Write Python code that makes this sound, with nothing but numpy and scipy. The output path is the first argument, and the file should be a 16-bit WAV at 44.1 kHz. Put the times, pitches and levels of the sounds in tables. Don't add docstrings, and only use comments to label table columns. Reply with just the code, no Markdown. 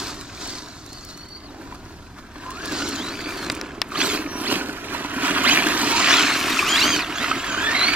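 import sys
import numpy as np
from scipy import signal
from scipy.fft import rfft, irfft, next_fast_len
from scipy.io import wavfile
from scipy.ndimage import uniform_filter1d, map_coordinates

SR = 44100
rng = np.random.default_rng(int(sys.argv[2]) if len(sys.argv) > 2 else 0)


def int16_out(signal):
    q = np.round(np.clip(np.atleast_2d(signal).T, -1, 1) * 32767)
    wavfile.write(sys.argv[1], SR, q.astype(np.int16))


def amplitude_ratio(level_db):
    exponent = np.asarray(level_db, float) / 20
    return 10 ** exponent


N = 350595

# (frequency [Hz], share [0-1])
ALIKE_SHARE = [(40, 0.9), (150, 0.99), (330, 1), (500, 0.91), (1500, 0.8), (4000, 0.71), (9000, 0.61),
               (15000, 0.51)]


def unit(x):
    return x / np.sqrt(np.mean(x ** 2) + 1e-20)


def along(points, hz):
    f, v = np.transpose(points)
    return np.interp(np.log(hz + 1), np.log(f + 1), v)


def curves(rows):
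    s, *cols = np.transpose(rows)
    return [np.interp(np.arange(N) / SR, s, c) for c in cols]


def wobble(rate_hz):
    knots = rng.standard_normal(int(N * rate_hz / SR) + 4)
    return unit(map_coordinates(knots, [np.arange(N) * rate_hz / SR]))


def filtered(x, response):
    m = next_fast_len(N + SR // 2)
    return irfft(rfft(x, m) * response(np.fft.rfftfreq(m, 1 / SR)), m)[..., :N]


def modes(table):
    def response(f):
        total = 0
        for k, (hz, width_hz, db) in enumerate(table):
            ring = 1j * f * width_hz / (hz * hz - f * f + 1j * f * width_hz)
            total = total + (-1) ** k * amplitude_ratio(db) * ring
        return total
    return response


def gritty(rate_hz, spread_db, share):
    hit, size, sign = rng.random((3, N))
    grit = (hit < rate_hz / SR) * amplitude_ratio(-spread_db * np.log(size + .02)) * np.sign(sign - .5)
    share = np.clip(share, 0, 1)
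    return np.sqrt(share) * unit(grit) + np.sqrt(1 - share) * rng.standard_normal(N)


def tone(hz, db, blur_rad, flutter_db):
    phase = 2 * np.pi * np.cumsum(hz) / SR + blur_rad * (wobble(130) + .6 * wobble(400))
    flutter = amplitude_ratio(flutter_db * (.45 * wobble(30) + wobble(110)))
    return np.sqrt(2) * amplitude_ratio(db) * unit(flutter) * np.sin(phase)


def drive():
    # (time [s], gear mesh [Hz], mesh load over grind [dB], motor load over hiss [dB])
    far_kick = [(0, 960, -14, -15), (.2, 895, -19, 0), (.38, 961, -26, -15), (.45, 1000, -5, 8),
                (.52, 1050, -14, 6), (.6, 993, -12, -11), (.7, 938, -21, -10)]
    far_circle = [(.85, 920, -22, -1), (.95, 1000, -22, 8), (1.06, 1020, -22, 7), (1.12, 975, -20, 11),
                  (1.3, 1010, -14, 13), (1.46, 1030, -11, 12), (1.54, 640, -8, -14), (1.63, 960, -5, -10),
                  (1.7, 990, -6, -8), (1.78, 995, -12, -14)]
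    pull_away = [(2.36, 969, -18, -8), (2.44, 975, -3, -8), (2.53, 1066, -4, -17), (2.63, 1700, -8, -20),
                 (2.7, 1700, -9, -24), (2.78, 1450, -10, -22), (2.95, 1523, -14, -18)]
    run_in = [(3.0, 1584, -10, -4), (3.05, 1970, -24, -3), (3.09, 1990, -26, -3), (3.13, 2312, -19, -6),
              (3.25, 2270, -17, -5), (3.3, 2420, -4, -2), (3.36, 2280, -20, -5), (3.47, 2050, -24, -6),
              (3.55, 1809, -23, -14)]
    crawl = [(3.849, 902, -29, -32), (4.402, 994, -10.5, -28), (4.9, 1008, -28, -0.5),
             (5.15, 1500, -32, -18), (5.4, 1006, -14, 2), (5.8, 966, -14, -5), (5.95, 930, -10, -8),
             (6.29, 1012, -17, 2)]
    slide = [(6.3, 2200, -16, -13), (6.36, 2100, -16, -12), (6.42, 1700, -22, -16), (6.5, 1850, -20, -11),
             (6.56, 1850, -20, -13), (6.6, 1200, -17, 0), (6.66, 1200, -15, 4)]
    spin = [(6.7, 1600, -12, 1), (6.76, 1638, -3, -1), (6.8, 2352, 0, -1), (6.83, 2965, -3, -2),
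            (6.9, 3296, -5, 0), (6.96, 3049, -10, -1), (7.0, 2650, -14, 0), (7.035, 1800, -14, -2),
            (7.1, 1300, -18, -19)]
    regrip = [(7.15, 1300, -8, 0), (7.17, 1534, -9, 3), (7.22, 1950, -13, -3), (7.25, 2050, -15, -18),
              (7.31, 2100, -15, -14), (7.35, 2142, -13, -12), (7.37, 1640, -20, -9), (7.46, 1680, -14, -7),
              (7.49, 1560, -10, -2)]
    leaving = [(7.53, 1480, -6, 1), (7.565, 1500, -5, -2), (7.6, 1588, -4, 0), (7.68, 1799, -2, 2),
               (7.73, 1821, -3, -9), (7.77, 2005, -2, 0), (7.82, 2040, -4, 5), (7.88, 2260, -4, 5),
               (7.95, 2332, -5, 3)]
    # (top speed time [s], top mesh [Hz], mesh load [dB], motor load [dB], unloading [dB/s])
    stabs = [
        (4.045, 4000, -3, -5, 110),
        (4.505, 2900, -7, -4, 160),
        (5.518, 3200, 1, -3, 400),
        (6.052, 2650, -8, -13, 100),
        (6.135, 3700, -4, -13, 100),
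    ]
    spin_up_hz_per_s, coast_hz_per_s, held_s, inertia_s = 28000, 11000, .012, .015
    mesh_builds_db_per_s, motor_strains_db_per_s = 50, 70
    motor_unloads = 1.2

    t = np.arange(N) / SR
    state = np.array(curves(far_kick + far_circle + pull_away + run_in + crawl + slide + spin
                            + regrip + leaving))
    for s, hz, mesh_db, motor_db, unload in stabs:
        before, after = np.maximum(s - t, 0), np.maximum(t - s - held_s, 0)
        stab = [hz - spin_up_hz_per_s * before - coast_hz_per_s * after,
                mesh_db - mesh_builds_db_per_s * before - unload * after,
                motor_db + motor_strains_db_per_s * before - motor_unloads * unload * after]
        state = np.where(stab[0] > state[0], stab, state)
    return uniform_filter1d(state, round(inertia_s * SR), axis=1)


def effort():
    # (peak time [s], peak level [dB], rise [dB/s], fade [dB/s])
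    surges = [(0, -31.5, 35, 42), (.42, -37, 171, 49), (.55, -39, 38, 94), (1.09, -44, 1.5, 23),
              (1.72, -42.5, 22, 92), (1.901, -44.5, 40, 24.5), (2.19, -40, 391, 400), (2.36, -43, 1500, -4),
              (2.77, -31, 35, 14), (3.449, -32.5, 14.5, 33), (3.923, -35.5, 1177, 25),
              (4.01, -25.5, 214, 56), (4.14, -28.5, 76, 90), (4.53, -24.5, 68, 77), (4.7, -36, 102, 85),
              (4.94, -28.5, 59, 33), (5.25, -21, 97, 20.5), (5.489, -19, 112, 30.5), (5.78, -38, 9, 39),
              (6.1, -19.5, 24.5, 34.5), (6.26, -25.5, 35, 400), (6.5, -23, 11, 27), (6.84, -22, 35, 77),
              (6.97, -24.5, 10, 78), (7.23, -25.5, 64, 17.5), (7.79, -22.5, 22.5, 4)]
    # (time [s], rutted ground [dB], gearbox side facing [dB], loose snow [dB])
    track = [(0, -4.5, -4.5, -19), (.48, -3, 0, -20), (1.1, -3, -2.5, -14), (1.6, 4, -9.5, -21.5),
             (2.1, -4, -8, -19), (2.4, -3.5, -10, -22), (2.85, 0.5, -2, -21.5), (3.4, -2, -10, -17),
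             (3.65, 2, -11, -29), (4.05, -2, -7, -14.5), (4.6, 0.5, -8.5, -16), (5.0, -5.5, -10, -23),
             (5.4, -7.5, -13, -23), (5.9, -5, -2.5, -14.5), (6.1, -10, -4.5, -53.5), (6.4, -9.5, -7, -16),
             (7.0, -7.5, -8, -20.5), (7.95, -9, -11, -25.5)]
    settle_s = 1
    drum_swing, hiss_swing, spray_swing = 0.031, 0.66, 0.35

    t = np.arange(N) / SR
    power = 0
    for s, db, rise, fade in surges:
        fall_db = np.where(t < s, abs(rise) * (s - t), abs(fade) * (t - s))
        power = power + amplitude_ratio(2 * (db - fall_db))
    grind_db = 10 * np.log10(power + 1e-9)
    swing_db = grind_db - uniform_filter1d(grind_db, round(settle_s * SR))
    ruts_db, facing_db, loose_db = curves(track)
    drum_db = grind_db + ruts_db + drum_swing * swing_db
    hiss_db = grind_db + facing_db + hiss_swing * swing_db
    spray_db = grind_db + loose_db + spray_swing * swing_db
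    return drum_db, grind_db, hiss_db, spray_db


def whine():
    # (frequency [Hz], level [dB])
    second_gain = [(2000, -25), (2900, 1), (3600, 1), (4300, 5), (5200, -6), (6500, 2), (8000, -3)]
    side_gain = [(2500, -30), (3400, -7), (4300, 2), (4900, -1), (5600, -18), (8000, -40)]
    pinion_gain = [(4400, -11), (5300, -14), (7000, -8), (7700, -14), (9000, -22), (13000, -36)]
    flicks_per_s, flick_share = 15, .06

    mesh, mesh_db, motor_db = drive()
    _, grind_db, hiss_db, _ = effort()
    first_db, upper_db = grind_db + mesh_db, hiss_db + motor_db
    second_db = upper_db + along(second_gain, 2 * mesh)
    pinion_db = upper_db + along(pinion_gain, 4.4 * mesh)
    mesh = mesh * (1 + .007 * wobble(30))
    main = tone(mesh, first_db + 2.5, .62, 3.2) + tone(2 * mesh, second_db + 3, .55, 2.5)
    side = tone(1.5 * mesh, upper_db + along(side_gain, 1.5 * mesh), .55, 2.5)
    side = side + tone(3 * mesh, upper_db - 7 + along(side_gain, 3 * mesh), .8, 3)
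    flick = (np.arange(N) / SR * flicks_per_s + .5 * wobble(6)) % 1 - .5
    pinion_hz = 4.4 * mesh * (1 + flick_share * flick)
    pinion = tone(pinion_hz, pinion_db + 4 + 3 * wobble(20), 1.0, 3.5)
    return main + side + (4.4 * mesh < SR / 2.5) * pinion


def rolling():
    # (frequency [Hz], width [Hz], level [dB])
    shell_modes = [(288, 66, -4), (434, 30, -8), (198, 1100, -17), (87.5, 17, -6)]
    chassis_modes = [(697, 72, -4), (967, 154, -1.5), (1450, 655, -1.5)]
    axle_modes = [(1680, 450, -0.5), (2520, 500, 2.5), (3240, 650, -2.5)]
    gearbox_modes = [(4050, 1000, -8.5), (6320, 2300, -12), (7135, 1035, -10.5)]
    # (frequency [Hz], level [dB per Hz])
    spray_spectrum = [(4410, -16), (7500, -20), (8460, 4.5), (14500, 0.5), (15100, -2), (16000, -61)]

    def shell(f):
        return modes(shell_modes)(f) * f * f / (f * f + 150 ** 2) / (1 + 1j * f / 600)

    def chassis(f):
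        return modes(chassis_modes)(f) / np.sqrt(1 + (f / 1850) ** 8)

    drum_db, grind_db, hiss_db, spray_db = effort()
    bumps_db = 0.05 * wobble(8.8) + 0.73 * wobble(35) + 0.72 * wobble(70)
    drum = unit(filtered(gritty(150, 5.0, 0.4), shell))
    grind = unit(filtered(gritty(900, 5.2, 0.51), chassis))
    axles = unit(filtered(gritty(900, 3.1, 0.5), lambda f: modes(axle_modes)(f) * f / (f + 1500)))
    grind = amplitude_ratio(-4.5) * grind + amplitude_ratio(-5.5 + 0.38 * (grind_db + 24.5)) * axles
    hiss = unit(filtered(gritty(1100, 9.0, 0.24), lambda f: modes(gearbox_modes)(f) * f / (f + 3000)))
    spray = unit(filtered(gritty(250, 6.2, 0.15),
                          lambda f: amplitude_ratio(along([(5000, -40)] + spray_spectrum, f))))
    low = amplitude_ratio(drum_db + 0.44 * bumps_db + 0.58 * wobble(25)) * drum
    gears = amplitude_ratio(grind_db + bumps_db) * grind + amplitude_ratio(hiss_db + bumps_db) * hiss
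    return low + gears + amplitude_ratio(spray_db + 2 * bumps_db + 1.65 * wobble(90)) * spray


def clacks():
    teeth_per_turn = 39
    level_db, full_from_hz, slope_db_per_khz = -3, 2700, 7

    mesh = drive()[0]
    turn = (np.cumsum(mesh) / SR / teeth_per_turn + .06 * wobble(60)) % 1
    bursts = np.exp(-turn / .08) * amplitude_ratio(1.8 * wobble(70)) * rng.standard_normal(N)
    rung = unit(filtered(bursts, modes([(1300, 500, -7), (2450, 700, 0)])))
    slow_db = np.minimum(mesh - full_from_hz, 0) * slope_db_per_khz / 1000
    return amplitude_ratio(effort()[1] + level_db + slow_db) * rung


def knocks():
    # (time [s], peak level [dB], ring [Hz])
    hits = [(0.095, -17.5, 1230), (2.358, -27, 1735), (1.724, -17.5, 990), (2.356, -23, 1057),
            (3.191, -19, 1526), (3.707, -20, 1630), (3.919, -14, 1220), (3.956, -8, 1230),
            (4.611, -11, 1480), (4.694, -13.5, 1450), (4.947, -9.5, 953), (5.047, -10, 990),
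            (5.668, 0, 1570), (5.749, -10, 1730), (6.107, -0.5, 1467), (6.591, 0, 2574), (6.596, -5, 2310),
            (2.4, -30, 1720), (6.626, -3.5, 1114), (7.242, -7, 1290), (7.314, 1, 1280), (7.442, -7.5, 1750),
            (7.765, -0.5, 2128), (5.184, -10, 1005), (5.268, -9, 1323), (5.289, -7, 1433),
            (5.594, -3, 2286), (5.962, -12, 974), (6.325, -10, 4310), (6.569, -6, 1360), (7.158, -11, 1260),
            (7.75, -3, 2153), (1.545, -24, 707)]
    out, t = np.zeros(N + SR), np.arange(SR // 20) / SR
    dull = signal.butter(2, [600, 3500], "band", fs=SR)
    for s, db, hz in hits:
        octave = np.sin(2 * np.pi * 2 * hz * t + rng.uniform(0, 9.0))
        ring = np.sin(2 * np.pi * hz * t) + 0.18 * octave
        crunch = 0.6 * signal.lfilter(*dull, rng.standard_normal(len(t)))
        swell = amplitude_ratio(db - 5.5 - 60 * t / 0.026) * (1 - np.exp(-t / 0.00064))
        out[round(s * SR):][:len(t)] += swell * (ring + crunch)
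    return out[:N]


def thumps():
    # (time [s], peak level [dB], ring [Hz])
    landings = [(2.362, -33, 306), (2.946, -19.5, 254), (3.524, -22, 267), (3.568, -25, 311),
                (3.629, -23, 362), (3.916, -31, 301), (4.08, -19, 406), (4.129, -19, 400),
                (4.193, -20, 300), (4.255, -21, 304), (4.411, -20, 280), (4.512, -31, 323.4),
                (4.558, -17, 282), (4.689, -17, 312), (5.048, -16, 292), (5.165, -14, 257),
                (5.231, -13, 287), (5.395, -16, 277), (5.467, -11.5, 251), (5.536, -15, 293),
                (5.664, -18, 311.5), (5.746, -16, 308.5), (5.79, -19, 283), (5.869, -11.5, 290.7),
                (5.913, -13, 325), (5.998, -13, 275), (6.091, -22, 284), (6.137, -29, 261.4),
                (6.2, -18, 301), (6.241, -18, 283), (6.321, -23, 291), (6.381, -20, 299),
                (6.537, -17.5, 255), (6.84, -24, 343), (6.905, -21, 306), (6.975, -16, 306),
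                (7.091, -22, 310), (7.338, -18, 288), (7.522, -18, 292.7), (7.75, -18, 272)]
    out, t = np.zeros(N + SR), np.arange(SR // 8) / SR
    for s, db, hz in landings:
        swell = amplitude_ratio(db - 1.5 - 60 * t / 0.078) * (1 - np.exp(-t / 0.0019))
        out[round(s * SR):][:len(t)] += swell * np.sin(2 * np.pi * hz * t)
    return out[:N]


def puffs():
    # (time [s], peak level [dB], middle [Hz])
    throws = [(0.2105, -23.5, 4510), (.425, -35, 4200), (.449, -35, 4700), (0.4764, -22.5, 4300),
              (.505, -27, 4400), (0.529, -31, 4300), (0.5736, -38, 6040), (0.661, -42, 5540),
              (0.8616, -30, 4940), (0.93, -27, 4750), (1.049, -27.5, 5640), (1.175, -32, 4640),
              (1.2878, -35, 4650), (2.174, -45, 4430), (2.5059, -26.5, 5030), (2.656, -19.5, 4800),
              (2.721, -20, 4640), (2.8894, -18, 5960), (3.5187, -19, 5000), (3.5493, -25, 5640),
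              (3.8886, -38, 5770), (3.9135, -37, 5660), (5.2694, -22, 4640), (5.436, -18, 5390),
              (5.669, -16, 4680), (6.1973, -16, 5340), (6.262, -20, 4500), (6.43, -24, 4000),
              (6.5903, -18, 4730), (7.212, -24, 4930), (7.4142, -35, 4640)]
    out, t = np.zeros(N + SR), np.arange(SR // 20) / SR
    for s, db, hz in throws:
        band = signal.butter(1, [.8 * hz, 1.7 * hz], "band", fs=SR)
        burst = unit(signal.lfilter(*band, rng.standard_normal(len(t))))
        swell = amplitude_ratio(db + 3.0 - 60 * t / 0.012) * (1 - np.exp(-t / 0.00099))
        out[round(s * SR):][:len(t)] += swell * burst
    return out[:N]


def whistle():
    # (start [s], end [s], level [dB])
    spells = [
        (0.944, 1.395, -60),
        (1.996, 2.15, -81),
        (4.272, 4.43, -42.5),
        (4.77, 5.201, -52),
        (5.75, 5.997, -44),
        (6.28, 6.657, -41.5),
    ]
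    t = np.arange(N) / SR
    gate = 0
    for start, end, db in spells:
        gate = gate + amplitude_ratio(db) * np.clip(np.minimum(t - start, end - t) / 0.01, 0, 1)
    return gate * tone(np.full(N, 5740.), 0, 0.16, 0.69)


def ports(x):
    # (time [s], left-right level [dB], left port lag [us])
    bearing = [
        (0, -0.5, 35),
        (2, -1, 62),
        (3.4, -1, 29),
        (4.1, -2.5, 51),
        (4.7, -4, 93.5),
        (5.8, -3, 72),
        (6.2, -0.5, 30.7),
        (6.7, -0.5, 1.7),
        (7.2, -2.5, 40.6),
        (7.95, -2, 57.4),
    ]

    def alike(f):
        return np.clip(along(ALIKE_SHARE, f), 0, 1 - f / 20000)

    z = signal.stft(x, nperseg=512)[2]
    drift = np.cumsum(.6 * rng.standard_normal((2,) + z.shape), axis=2)
    phase = drift + 2 * np.pi * rng.random((2, len(z), 1))
    unlike = signal.istft(z * np.exp(1j * phase), nperseg=512)[1][:, :N]
    unlike = unlike * np.std(x) / np.std(unlike)
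    pan_db, lag_us = curves(bearing)
    direct = filtered(x, lambda f: np.sqrt(np.abs(alike(f))))
    pair = [map_coordinates(direct, [np.arange(N) + way * lag_us * SR / 2e6], order=5)
            for way in (-1, 1)]
    pair = pair + filtered(unlike, lambda f: np.sqrt(1 - alike(f)))
    bass = filtered(pair, lambda f: 1 / (1 + (f / 600) ** 2))
    return bass + (pair - bass) * amplitude_ratio(pan_db * [[.5], [-.5]])


def ticks():
    # (time [s], peak level [dB], ring [Hz], low part [dB], left-right level [dB])
    crumbs = [
        (3.4995, -7, 4700, -9, -1),
        (3.6128, -12, 5540, -22, 5),
        (3.8168, -5, 5150, -9, 5),
    ]
    out, t = np.zeros((2, N + SR)), np.arange(SR // 30) / SR
    dull = signal.butter(2, [900, 3500], "band", fs=SR)
    for s, db, hz, low_db, pan_db in crumbs:
        noise = rng.standard_normal((2, len(t)))
        swell = amplitude_ratio(-60 * t / 0.0072) * (1 - np.exp(-t / 0.00014)) ** 2
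        snap = swell / swell.max() * (np.sin(2 * np.pi * hz * t) + .8 * noise[0])
        rattle = amplitude_ratio(low_db + 10 - 60 * t / .025) * signal.lfilter(*dull, noise[1])
        gain = amplitude_ratio(db + np.array([[.5], [-.5]]) * pan_db)
        out[:, round(s * SR):][:, :len(t)] += gain * (snap + rattle)
    return filtered(out[:, :N], lambda f: 1 / (1 + 1j * f / 7000) ** 3)


def street():
    # (frequency [Hz], level [dB per Hz])
    hush_spectrum = [(8.8, -34), (15, 1), (97, 2), (146, -3), (269, -5.5), (330, -14), (497, -16),
                     (770, -14), (1190, -33), (1960, -28.5), (5130, -27.5), (14700, -47), (16000, -52)]

    def mid_side(f):
        turn = np.arccos(np.clip(along(ALIKE_SHARE, f) - .01, -1, 1)) / 2
        return amplitude_ratio(along(hush_spectrum, f)) * [np.cos(turn), np.sin(turn)]

    mid, side = filtered(rng.standard_normal((2, N)), mid_side)
    return amplitude_ratio(-44.5 + 0.99 * wobble(2.96)) * unit(np.array([mid + side, mid - side]))


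def scene():
    car = whine() + rolling() + clacks() + knocks() + thumps() + puffs() + whistle()
    return ports(car) + ticks() + street()


def roll_off(x):
    return signal.sosfilt(signal.butter(12, 16500, fs=SR, output="sos"), x)


def record(dry):
    mix = filtered(dry, lambda f: f < 15880)
    return roll_off(mix)


dry = scene()
out = record(dry)
int16_out(out)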